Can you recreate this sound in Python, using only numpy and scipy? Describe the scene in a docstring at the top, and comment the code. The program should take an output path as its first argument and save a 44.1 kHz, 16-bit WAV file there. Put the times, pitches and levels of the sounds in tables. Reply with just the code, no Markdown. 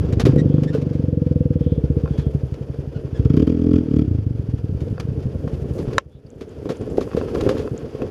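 """The popping exhaust of a two-stroke dirt bike on a muddy forest trail, heard from the rider's camera.
Each burn is an impulse that excites the resonances of the exhaust. The engine sinks to a slow idle, is
blipped once, then coasts downhill, misfiring. Impacts make the tyres rumble, the suspension thud and the
frame clank; brush scrapes past, with thin squeaks. Near 6 s a branch cracks against the camera, and its
limiter ducks the gain for about half a second."""
import sys
import numpy as np
from scipy import signal
from scipy.fft import rfft, irfft
from scipy.io import wavfile
from scipy.ndimage import uniform_filter1d

SR = 44100
rng = np.random.default_rng(int(sys.argv[2]) if len(sys.argv) > 2 else 0)


def master_out(mix):
    """Clip the mix to full scale and print it as 16-bit PCM to the path in sys.argv[1]."""
    frames = np.transpose(np.atleast_2d(mix))
    ceiling = np.clip(frames, -1, 1)
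    pcm = np.round(ceiling * 32767).astype(np.int16)
    wavfile.write(sys.argv[1], SR, pcm)


N = 357210
TIME, RING_TIME = np.arange(N) / SR, np.arange(SR // 8) / SR
CUTOFF_HZ = 15300

# Bumps that jolt the frame. Each row: start in seconds, relative level in dB.
BUMPS = [(0.267, -3), (0.36, -11), (0.749, -8.5), (6.414, -15), (6.656, -14.5), (6.702, -12.5),
         (6.808, -20), (6.979, -11), (7.012, -16), (7.147, -17), (7.172, -10.5), (7.349, -10), (7.369, -13),
         (7.463, -8.5), (7.493, -7.5), (7.51, -9), (7.594, -13), (7.948, -16), (8.02, -11)]


def firings(first_cycle=.126):
    """A two-stroke fires once per turn. Each row returned: seconds, burn in dB, load, firings per second."""
    # Each row: time in seconds, firings per second.
    engine_speed = [(0.0, 23.644), (0.34, 24.805), (0.509, 23.561), (0.586, 25.337), (1.418, 20.676),
                    (2.183, 12.616), (2.52, 11.225), (3.061, 11.567), (3.255, 17.737), (3.427, 40.627),
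                    (3.781, 43.024), (3.918, 35.32), (3.97, 39.375), (4.15, 26.41), (4.591, 18.838),
                    (4.697, 19.982), (4.827, 11.137), (6.089, 11.408), (6.277, 9.041), (8.1, 8.605)]
    # Each row: time in seconds, relative strength of the burn in dB.
    burn_strength = [(0, -10), (.2, -7.5), (.27, -7), (.55, -6), (.72, -14.5), (1.3, -7.5), (2.35, -10),
                     (2.52, -16), (3.12, -17.5), (3.22, -2), (3.44, -11), (3.58, -18), (3.745, -11),
                     (3.85, -22), (3.915, -12), (3.98, -11.5), (4.15, -11), (5.8, -17), (6.4, -25)]
    # Each row: time in seconds, engine load from 0 to 1.
    engine_load = [(.18, 0.22), (.33, 0.63), (1.6, 0.67), (3.1, 0.44), (3.22, 0.23), (3.38, 0.79),
                   (4.01, 0.7), (4.08, 0.09), (5.3, 0.48)]
    # Misfires, and hard burns on unspent fuel. Each row: time in seconds, dB against their neighbours.
    uneven_burns = [(.091, -4), (.217, -18), (3.454, -22), (4.052, -8), (4.228, -12), (4.353, -4.5),
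                    (4.443, -10.5), (4.54, 2), (4.592, -9), (4.645, 2), (4.697, -2.5), (4.915, -3),
                    (5.0, -6), (5.71, 1.5), (5.8, -4), (5.974, -5), (6.475, -18), (7.035, -20), (7.714, 7)]
    turns = np.cumsum(curve(engine_speed)[0]) / SR - first_cycle
    times = TIME[1:][np.diff(np.floor(turns)) > 0]
    burn_db = curve(burn_strength, times)[0] + rng.normal(0, .7, len(times))
    for s, db in uneven_burns:
        burn_db[np.argmin(np.abs(times - s))] += db
    return np.transpose([times, burn_db, *curve(engine_load, times), *curve(engine_speed, times)])


def exhaust(burns, bark_rise_s=.006, pipe_rise_s=.009, open_firings_per_s=34, muffler_hz=680):
    """Cavity resonance: each burn booms in the expansion chamber, barks in the silencer, rings the pipe."""
    # Fixed resonances. Each row: frequency in Hz, bandwidth in Hz, relative level in dB.
    boom_modes = [(88.2, 10, -11)]
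    bark_modes = [(220, 55, 1.5), (259, 42, 8.5), (301, 12.1, -1.5), (340, 66, -6), (564, 100, -19),
                  (650, 79, -21.5)]
    # Each row: firings per second, then gains in dB of the boom, its deepest mode, the bark, the tailpipe.
    balance = [(11, 1.5, 0.5, -12, -23.5), (15.2, 1, 1, -7, -15.5), (21.3, 1, -15.5, -6.5, -16),
               (27, 1, -21, -1.5, -19.5), (36, 0, -8.5, 1, -14), (41.5, 1.5, 0, 4.2, -11)]
    # The chamber's lingering hum. Each row: firings per second, level in dB against its broad mode.
    hum_level = [(11, 1.5), (22, -15), (25, 1.5), (40, -14)]
    # Each row: time in seconds, tailpipe resonance in Hz.
    pipe_note = [(.5, 491), (1.55, 489), (2.1, 454), (3.5, 430)]
    out = np.zeros(N)
    for s, db, load, speed in burns:
        boom_db, deep_db, bark_db, pipe_db = curve(balance, speed)
        hum_db, = curve(hum_level, speed)
        heat = load - .5   # load heats the gas: a higher chamber note, a louder bark and tailpipe
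        chamber_hz = 135.5 + 78 * heat
        chamber_modes = [(69, 14, deep_db), (chamber_hz, 62, 0), (chamber_hz, 15, hum_db)]
        boom_rise_s = .005 + .007 * (1 - load)
        boom = ring(boom_modes + chamber_modes, boom_rise_s, detune=.035, scatter_db=1.5)
        bark = ring(bark_modes, bark_rise_s, detune=.015, scatter_db=1.5)
        # on the open throttle the tailpipe speaks earlier and more broadly
        pipe_lag_s, width_hz = (-.00095, 48) if speed > open_firings_per_s else (.0058, 34)
        tailpipe = ring([(curve(pipe_note, s)[0], width_hz, 0)], pipe_rise_s, detune=.006)
        add(out, s + .0019 - boom_rise_s, from_db(db + boom_db) * boom)
        add(out, s + .0007 - bark_rise_s, from_db(db + bark_db + 9 * heat) * bark)
        add(out, s + pipe_lag_s - pipe_rise_s, from_db(db + pipe_db + 26.5 * heat) * tailpipe)
    radiated = butterworth(out, 50, "high")   # the small open end radiates no deep bass
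    return butterworth(radiated, muffler_hz, "low", order=6)


def pinging(burns, ping_db=-22, rasp_db=-31, rasp_s=.012):
    """Shock excitation: hard burns set the cylinder fins and pipe wall ringing, and spit a rasp of gas."""
    # Fins and wall. Each row: frequency in Hz, bandwidth in Hz, relative level in dB.
    metal_modes = [(1120, 110, 4.5), (1305, 70, 4.5), (1710, 380, 1), (2380, 89, -1.5), (3230, 170, 3.5),
                   (4700, 130, -12), (5460, 390, -14.5), (6000, 460, -15.5)]
    # The burns harden as the throttle is blipped. Each row: time in seconds, gain in dB.
    harshness = [(3.13, -21), (3.2, -12), (3.255, -7.5), (3.335, -5.5), (3.373, 2), (3.43, 1), (3.485, 3.5),
                 (3.53, -4), (3.6, -0.5), (3.67, -4.5), (3.765, 2.5), (3.83, -8), (3.91, -4.5), (4.0, -.5),
                 (4.1, -21)]
    # Each row: frequency in Hz, relative spectral density in dB.
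    rasp_spectrum = [(480, 15), (650, 7.5), (800, -3), (1000, -3), (2400, -2.5), (3300, 1.5), (4000, -14),
                     (4700, -1.5), (6800, -12.5), (8300, -21.5), (11500, -19.5), (13000, -28.5)]
    pings, spit, window = np.zeros(N), np.zeros(N), np.hanning(SR // 75)
    for s, db, _, _ in burns:
        force_db = db + curve(harshness, s)[0]
        metal = ring(metal_modes, rise_s=.0003, detune=.012, scatter_db=1.5)
        ping = signal.fftconvolve(metal, window * rng.standard_normal(len(window)))
        add(pings, s - len(window) / SR / 2, from_db(force_db + ping_db) * ping / np.abs(ping).max())
        add(spit, s - rasp_s / 2, from_db(force_db + rasp_db) * np.exp(-RING_TIME / rasp_s))
    return pings + spit * colour(rng.standard_normal(N), rasp_spectrum)


def branch(start_s=5.9813, rise_s=.0011, knock_db=15.5, splinter_db=4.5, tail_db=-18):
    """Impact and fracture: a branch rings the camera housing and splinters in a fast-dying noise burst."""
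    # Each row: frequency in Hz, bandwidth in Hz, relative level in dB.
    housing_modes = [(557, 78, -3.5), (1064, 77, -2.5), (1330, 90, -1.5), (1707, 180, 1.5), (2340, 210, -4),
                     (3890, 190, -5), (5950, 350, -16), (7320, 350, -15)]
    # Each row: frequency in Hz, relative spectral density in dB.
    splinter_spectrum = [(600, -3.5), (1000, -1.5), (1900, -2), (2800, -1), (3450, -9), (3900, -9),
                         (4400, -23.5), (4900, -12), (7400, -17), (8300, -36.5), (13500, -40)]
    knock, envelope = np.zeros(N), np.zeros(N)
    add(knock, start_s, from_db(knock_db) * ring(housing_modes, rise_s))
    after_s = np.maximum(RING_TIME - rise_s, 0)
    decay = from_db(splinter_db) * np.exp(-after_s / .0017) + from_db(tail_db) * np.exp(-after_s / .0093)
    add(envelope, start_s, np.minimum(RING_TIME / rise_s, 1) ** 2 * decay)
    return knock + envelope * colour(rng.standard_normal(N), splinter_spectrum)


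def shaking(rattle_db=-8, rattle_s=.036):
    """Incoherent vibrations add in power: the ground's shaking plus a dying rattle after each bump."""
    # How hard the tyres work on the ground. Each row: time in seconds, level in dB.
    ground = [(.1, -22.5), (.35, -25.5), (.6, -24.5), (1.35, -33.5), (2.05, -26), (2.6, -30), (3.1, -28.5),
              (3.35, -27), (4.35, -34), (4.75, -30), (5.2, -28), (5.65, -27), (5.92, -20.5), (6.15, -34.5),
              (6.55, -31), (6.9, -24.5), (7.08, -26), (7.22, -21.5), (7.5, -16), (7.72, -25.5), (8.05, -24)]
    power = from_db(curve(ground)[0]) ** 2
    for s, db in BUMPS:
        add(power, s, (from_db(db + rattle_db) * np.exp(-RING_TIME / rattle_s)) ** 2)
    return np.sqrt(power)


def tyres(shake, gain_db=-5.5, lumpy_db=2.5):
    """Structure-borne sound: knobs and stones drum through the frame, merging into a lumpy rumble."""
    # Each row: frequency in Hz, relative spectral density in dB.
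    rumble_spectrum = [(25, -17), (60, -2.5), (95, 0.5), (170, -6), (240, -1.5), (330, -2.5), (450, 1),
                       (530, -6), (640, -14.5), (800, -27), (1200, -39), (2000, -46.5)]
    drumming = colour(grains(per_s=900, spread_db=-.5), rumble_spectrum)
    return shake * from_db(gain_db + lumpy_db * drift(per_s=40)) * drumming


def suspension(width_ratio=.64, overtone_db=-9, dull_hz=700):
    """A heavily damped oscillator: each root or rut gives a dull thud that builds over one cycle."""
    # Each row: time in seconds, level in dB, frequency in Hz.
    thuds = [(.2395, -7, 135), (.289, -8, 130), (0.3336, -9, 140), (0.3644, -2.5, 150), (0.3928, -6, 160),
             (0.4503, -14, 150), (0.482, -13, 145), (4.727, -15, 100), (4.928, -13, 126),
             (5.054, -15.5, 115), (5.12, -15.5, 130), (5.258, -11.5, 110), (5.473, -14.5, 131),
             (5.657, -15, 120), (5.83, -19, 170), (5.879, -14, 85), (6.9833, -1, 373), (7.149, -9.5, 179)]
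    out = np.zeros(N)
    for s, db, hz in thuds:
        modes = [(hz, width_ratio * hz, 0), (2 * hz, width_ratio * hz, overtone_db)]
        add(out, s - 1 / hz, from_db(db) * ring(modes, rise_s=1 / hz, detune=.02, scatter_db=1))
    return butterworth(out, dull_hz, "low", order=4)


def jolts(gain_db=-1.5):
    """Free vibration: the frame and its plastic panels ring briefly after each bump."""
    # Each row: frequency in Hz, bandwidth in Hz, relative level in dB.
    frame_modes = [(170, 90, -11), (276, 150, 19), (428.8, 20, 15), (487.7, 15, 12), (590, 290, -4),
                   (1160, 59, -18), (1236, 57, -11), (1880, 78, -43)]
    out = np.zeros(N)
    for s, db in BUMPS:
        add(out, s, from_db(db + gain_db) * ring(frame_modes, rise_s=.00275, detune=.06, scatter_db=2))
    return out


def clanks(shake, random_db=-23, loose_db=-27):
    """Impact rattle: the chain and loose parts ring at set hard knocks, and at random when shaken."""
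    # Each row: frequency in Hz, bandwidth in Hz, relative level in dB.
    part_modes = [(513, 27, 6.5), (720, 59, -3), (1087, 60, 1), (1330, 83, -2.5), (1560, 160, -6.5),
                  (1770, 210, -12), (2560, 70, -9), (3550, 91, -18), (4660, 180, -11.5)]
    # Each row: start in seconds, peak level in dB.
    hard_knocks = [(.581, -31), (2.058, -26), (2.076, -28.5), (4.979, -25), (5.476, -26), (6.655, -31),
                   (6.694, -22), (6.811, -29.5), (7.011, -23), (7.075, -28), (7.114, -26), (7.132, -27),
                   (7.168, -23), (7.212, -20.5), (7.35, -23), (7.357, -19), (7.406, -23), (7.474, -30),
                   (7.491, -16), (7.568, -23), (7.675, -24), (8.018, -23.5)]
    force = shake ** 2 / (shake + from_db(loose_db))   # falls away quickly below loose_db
    knocks = force * grains(per_s=140, spread_db=2)
    response = ring(part_modes, rise_s=.001)
    out = from_db(random_db) * signal.fftconvolve(knocks, response / np.linalg.norm(response))[:N]
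    for s, db in hard_knocks:
        add(out, s, from_db(db) * ring(part_modes, rise_s=.0018, detune=.025, scatter_db=3))
    return out


def rolling():
    """Low-frequency noise from the rolling bike fills the gaps between the pops."""
    # Each row: time in seconds, rms level in dB.
    roll_level = [(0, -20), (1.0, -41), (3.2, -41.5), (4.4, -31), (5.9, -31.5), (6.3, -47)]
    # Each row: frequency in Hz, relative spectral density in dB.
    roll_spectrum = [(28, -18), (60, -1.5), (95, 5.5), (140, 0), (200, -6.5), (300, -28.5)]
    return from_db(curve(roll_level)[0]) * colour(rng.standard_normal(N), roll_spectrum)


def brush(gain_db=7.5, attack_s=.0012):
    """Friction noise: stems and dirt drag over the bike in short bursts of dense crackle."""
    # Each row: start in seconds, relative level in dB, decay time in seconds.
    scrapes = [(0.124, -37.5, 0.017), (0.196, -25.5, 0.023), (0.252, -30, 0.024), (0.632, -39, 0.015),
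               (0.73, -44, 0.058), (0.813, -44.5, 0.015), (0.929, -51, 0.039), (2.175, -44.5, 0.041),
               (2.539, -48, 0.013), (4.804, -48.5, 0.023), (4.879, -49.5, 0.0099), (4.998, -33, 0.013),
               (5.225, -51, .02), (5.474, -45, 0.012), (5.534, -49, .025), (5.781, -44.5, 0.035),
               (5.929, -40, 0.013), (6.408, -41.5, 0.027), (6.69, -35.5, 0.031), (6.971, -40.5, 0.015),
               (7.007, -38.5, 0.027), (7.164, -42.5, 0.04), (7.345, -37, 0.016), (7.408, -29.5, 0.0082),
               (7.488, -30, .016), (7.571, -40.5, 0.052), (8.018, -48, 0.005)]
    # Each row: frequency in Hz, relative spectral density in dB.
    scrape_spectrum = [(300, 20), (800, 3.5), (1090, 1.5), (1200, 5.5), (1340, 0), (2000, -0.5), (2600, -2),
                       (4700, -5.5), (6800, -11.5), (8500, -21), (11500, -19.5), (15000, -43)]
    envelope, attack = np.zeros(N), 1 - np.exp(-RING_TIME / attack_s)
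    for s, db, decay_s in scrapes:
        add(envelope, s, from_db(db + gain_db) * attack * np.exp(-(RING_TIME / decay_s) ** 2))
    return envelope * colour(grains(per_s=4000, spread_db=3), scrape_spectrum)


def clatter(shake, engine_db=-59, grit_db=-27, flicker_db=2):
    """Two noises add in power: the engine's mechanical hiss, and grit that flies as the bike is shaken."""
    # Each row: frequency in Hz, relative spectral density in dB.
    grit_spectrum = [(500, 2.5), (850, 3.5), (1090, -3), (1200, -3), (1330, -0.5), (1700, -3.5),
                     (2000, -7.5), (2550, -6.5), (3300, -7.5), (4000, -15.5), (4700, -10), (6500, -18),
                     (8300, -27.5), (10300, -27), (13000, -33.5), (15000, -38)]
    noise = colour(rng.standard_normal(N) + .41 * grains(per_s=490, spread_db=-3.5), grit_spectrum)
    envelope = np.hypot(from_db(engine_db), from_db(grit_db) * shake)
    return envelope * from_db(flicker_db * drift(per_s=70)) * noise


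def twigs(gain_db=-9.5):
    """Brittle fracture: thin dry twigs break with a tick of high, quickly damped modes."""
    # Each row: start in seconds, relative level in dB.
    snaps = [(.127, -26), (2.543, -40), (6.303, -25.5), (6.493, -33), (6.77, -31), (6.815, -33),
             (6.901, -33), (7.778, -20.5)]
    # Each row: frequency in Hz, bandwidth in Hz, relative level in dB.
    twig_modes = [(6300, 400, -3), (7100, 350, 0), (7800, 400, -3)]
    out = np.zeros(N)
    for s, db in snaps:
        add(out, s, from_db(db + gain_db) * ring(twig_modes, rise_s=.0008, detune=.03, scatter_db=2.5))
    return out


def squeaks(gain_db=-6.5, waver=.018, rasp=.075, overtone_step_db=-6):
    """Random frequency modulation makes short harmonic tones unsteady and raspy."""
    # Each row: start and length in seconds, pitch in Hz, relative level in dB, octave overtone in dB.
    chirps = [(0.376, 0.042, 1916, -31.5, -7.5), (0.441, 0.19, 3300, -53, -22),
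              (0.667, 0.045, 1790, -36, -9), (0.72, 0.053, 1463, -36, -8), (1.554, 0.28, 3320, -52, -34),
              (2.079, 0.25, 3320, -51, -40), (2.94, 0.051, 1416, -44, -5), (3.138, 0.052, 1710, -42, -4.5),
              (6.09, 0.11, 3480, -51, -41), (6.262, 0.013, 4650, -45, -17), (6.72, 0.14, 9500, -62, -58.5)]
    out = np.zeros(N)
    wobble = waver * drift(per_s=500) + rasp * drift(per_s=3000)
    for s, length_s, hz, db, octave_db in chirps:
        deviation_hz = min(hz, 3400) * wobble[int(s * SR):int((s + length_s) * SR)]
        phase = 2 * np.pi * np.cumsum(hz + deviation_hz) / SR
        overtones = sum(from_db(overtone_step_db * (k - 2)) * np.sin(k * phase)
                        for k in range(2, 6) if k * hz < CUTOFF_HZ)
        tone = rms_one(np.sin(phase) + from_db(octave_db) * overtones)
        add(out, s, from_db(db + gain_db) * np.sqrt(np.hanning(len(tone))) * tone)
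    return out


def leaves(flicker_db=2):
    """Shot noise: dry leaves and crumbs of earth give countless fine clicks under the tyres."""
    # Each row: time in seconds, level in dB.
    rustle_level = [(1.0, -84.5), (2.2, -71.5), (4.1, -80), (4.7, -74.5), (5.55, -68), (5.78, -61.5),
                    (5.95, -66), (6.25, -72.5), (6.85, -70.5), (7.0, -61), (7.3, -65.5), (7.45, -58),
                    (7.7, -67), (8.05, -70)]
    # Each row: frequency in Hz, relative spectral density in dB.
    leaf_spectrum = [(4000, -5), (6500, 3), (8300, -2.5), (10000, 0.5), (11800, -1.5), (13000, -9),
                     (15000, -14.5)]
    crackle = colour(grains(per_s=2500, spread_db=4.5), leaf_spectrum)
    return from_db(curve(rustle_level)[0] + flicker_db * drift(per_s=45)) * crackle


def whine(tone_db=-83, tone_hz=13906, hiss_db=-81):
    """A pure tone and narrow-band noise, faint and steady, high in the treble."""
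    hiss = rms_one(butterworth(rng.standard_normal(N), [9900, 10300], "band"))
    return from_db(tone_db) * np.sin(2 * np.pi * tone_hz * TIME) + from_db(hiss_db) * hiss


def ring(modes, rise_s, detune=0, scatter_db=0):
    """Damped modes swell over rise_s, then decay; pitch and level can scatter at random. Peak 1."""
    hz, width, db = np.transpose(modes)[:, :, None]
    pitch_draw, level_draw = rng.standard_normal((2, len(modes), 1))
    t = RING_TIME - rise_s
    swell = np.sin(np.pi / 2 * np.minimum(RING_TIME / rise_s, 1)) ** 2
    decay = np.exp(-np.pi * width * np.maximum(t, 0))
    waves = -np.sin(2 * np.pi * hz * (1 + detune * pitch_draw) * t) * decay
    sound = swell * np.sum(from_db(db + scatter_db * level_draw) * waves, axis=0)
    fade = np.minimum(4 * (1 - RING_TIME / RING_TIME[-1]), 1)
    return fade * sound / np.abs(sound).max()


def grains(per_s, spread_db):
    """A Poisson train of clicks of uneven size; rms 1."""
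    size = from_db(spread_db * np.minimum(rng.exponential(1, N), 4)) * rng.choice([-1, 1], N)
    return rms_one(size * (rng.random(N) < per_s / SR))


def drift(per_s):
    """Random values joined by straight lines; rms 1."""
    return rms_one(np.interp(TIME * per_s, np.arange(N), rng.standard_normal(N)))


def colour(x, spectrum):
    """Filter x by a spectrum that falls 12 dB per octave beyond its ends; rms 1."""
    hz, db = np.transpose(spectrum)
    f = np.maximum(np.arange(N // 2 + 1) * SR / N, 1)
    gain = from_db(np.interp(np.log(f), np.log(hz), db))
    skirt = np.minimum(f / hz[0], 1) ** 2 * np.minimum(hz[-1] / f, 1) ** 2
    return rms_one(irfft(rfft(x) * gain * skirt, N))


def butterworth(x, hz, kind, order=2):
    """A filter with a maximally flat passband."""
    return signal.sosfilt(signal.butter(order, hz, kind, fs=SR, output="sos"), x)


def curve(rows, at=TIME):
    """Interpolate a table's later columns along its first."""
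    knots, *columns = np.transpose(rows)
    return [np.interp(at, knots, column) for column in columns]


def add(out, s, sound):
    """Superpose a sound, starting at s seconds."""
    i = max(int(s * SR), 0)
    out[i:i + len(sound)] += sound[:max(N - i, 0)]


def from_db(db):
    """Decibels to amplitude ratio."""
    return 10 ** (np.asarray(db) / 20)


def rms_one(x):
    """Scale to unit rms."""
    return x / np.sqrt(np.mean(x ** 2) + 1e-20)


def scene():
    """Superposition: engine, bike and undergrowth sum at one close microphone."""
    burns, shake = firings(), shaking()
    engine = exhaust(burns) + pinging(burns)
    bike = tyres(shake) + clatter(shake) + rolling() + clanks(shake) + jolts() + suspension()
    undergrowth = leaves() + brush() + twigs() + branch()
    return (engine + bike + undergrowth + squeaks() + whine())[None]


def record(dry, release_db_per_s=26, threshold_db=3, ahead_s=.00039):
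    """Peak limiting: the gain ducks just ahead of a peak and recovers slowly; then clipping and low-pass."""
    over_db = np.maximum(20 * np.log10(np.abs(dry[0]) + 1e-9) - threshold_db, 0)
    release_db = release_db_per_s * TIME
    held_db = np.maximum.accumulate(over_db + release_db) - release_db
    duck_db = np.interp(TIME + ahead_s, TIME, uniform_filter1d(held_db, size=30))
    clipped = np.clip(dry * from_db(-duck_db), -1, 1)
    return signal.sosfilt(signal.ellip(10, .1, 80, CUTOFF_HZ, fs=SR, output="sos"), clipped)


dry = scene()
out = record(dry)
master_out(out)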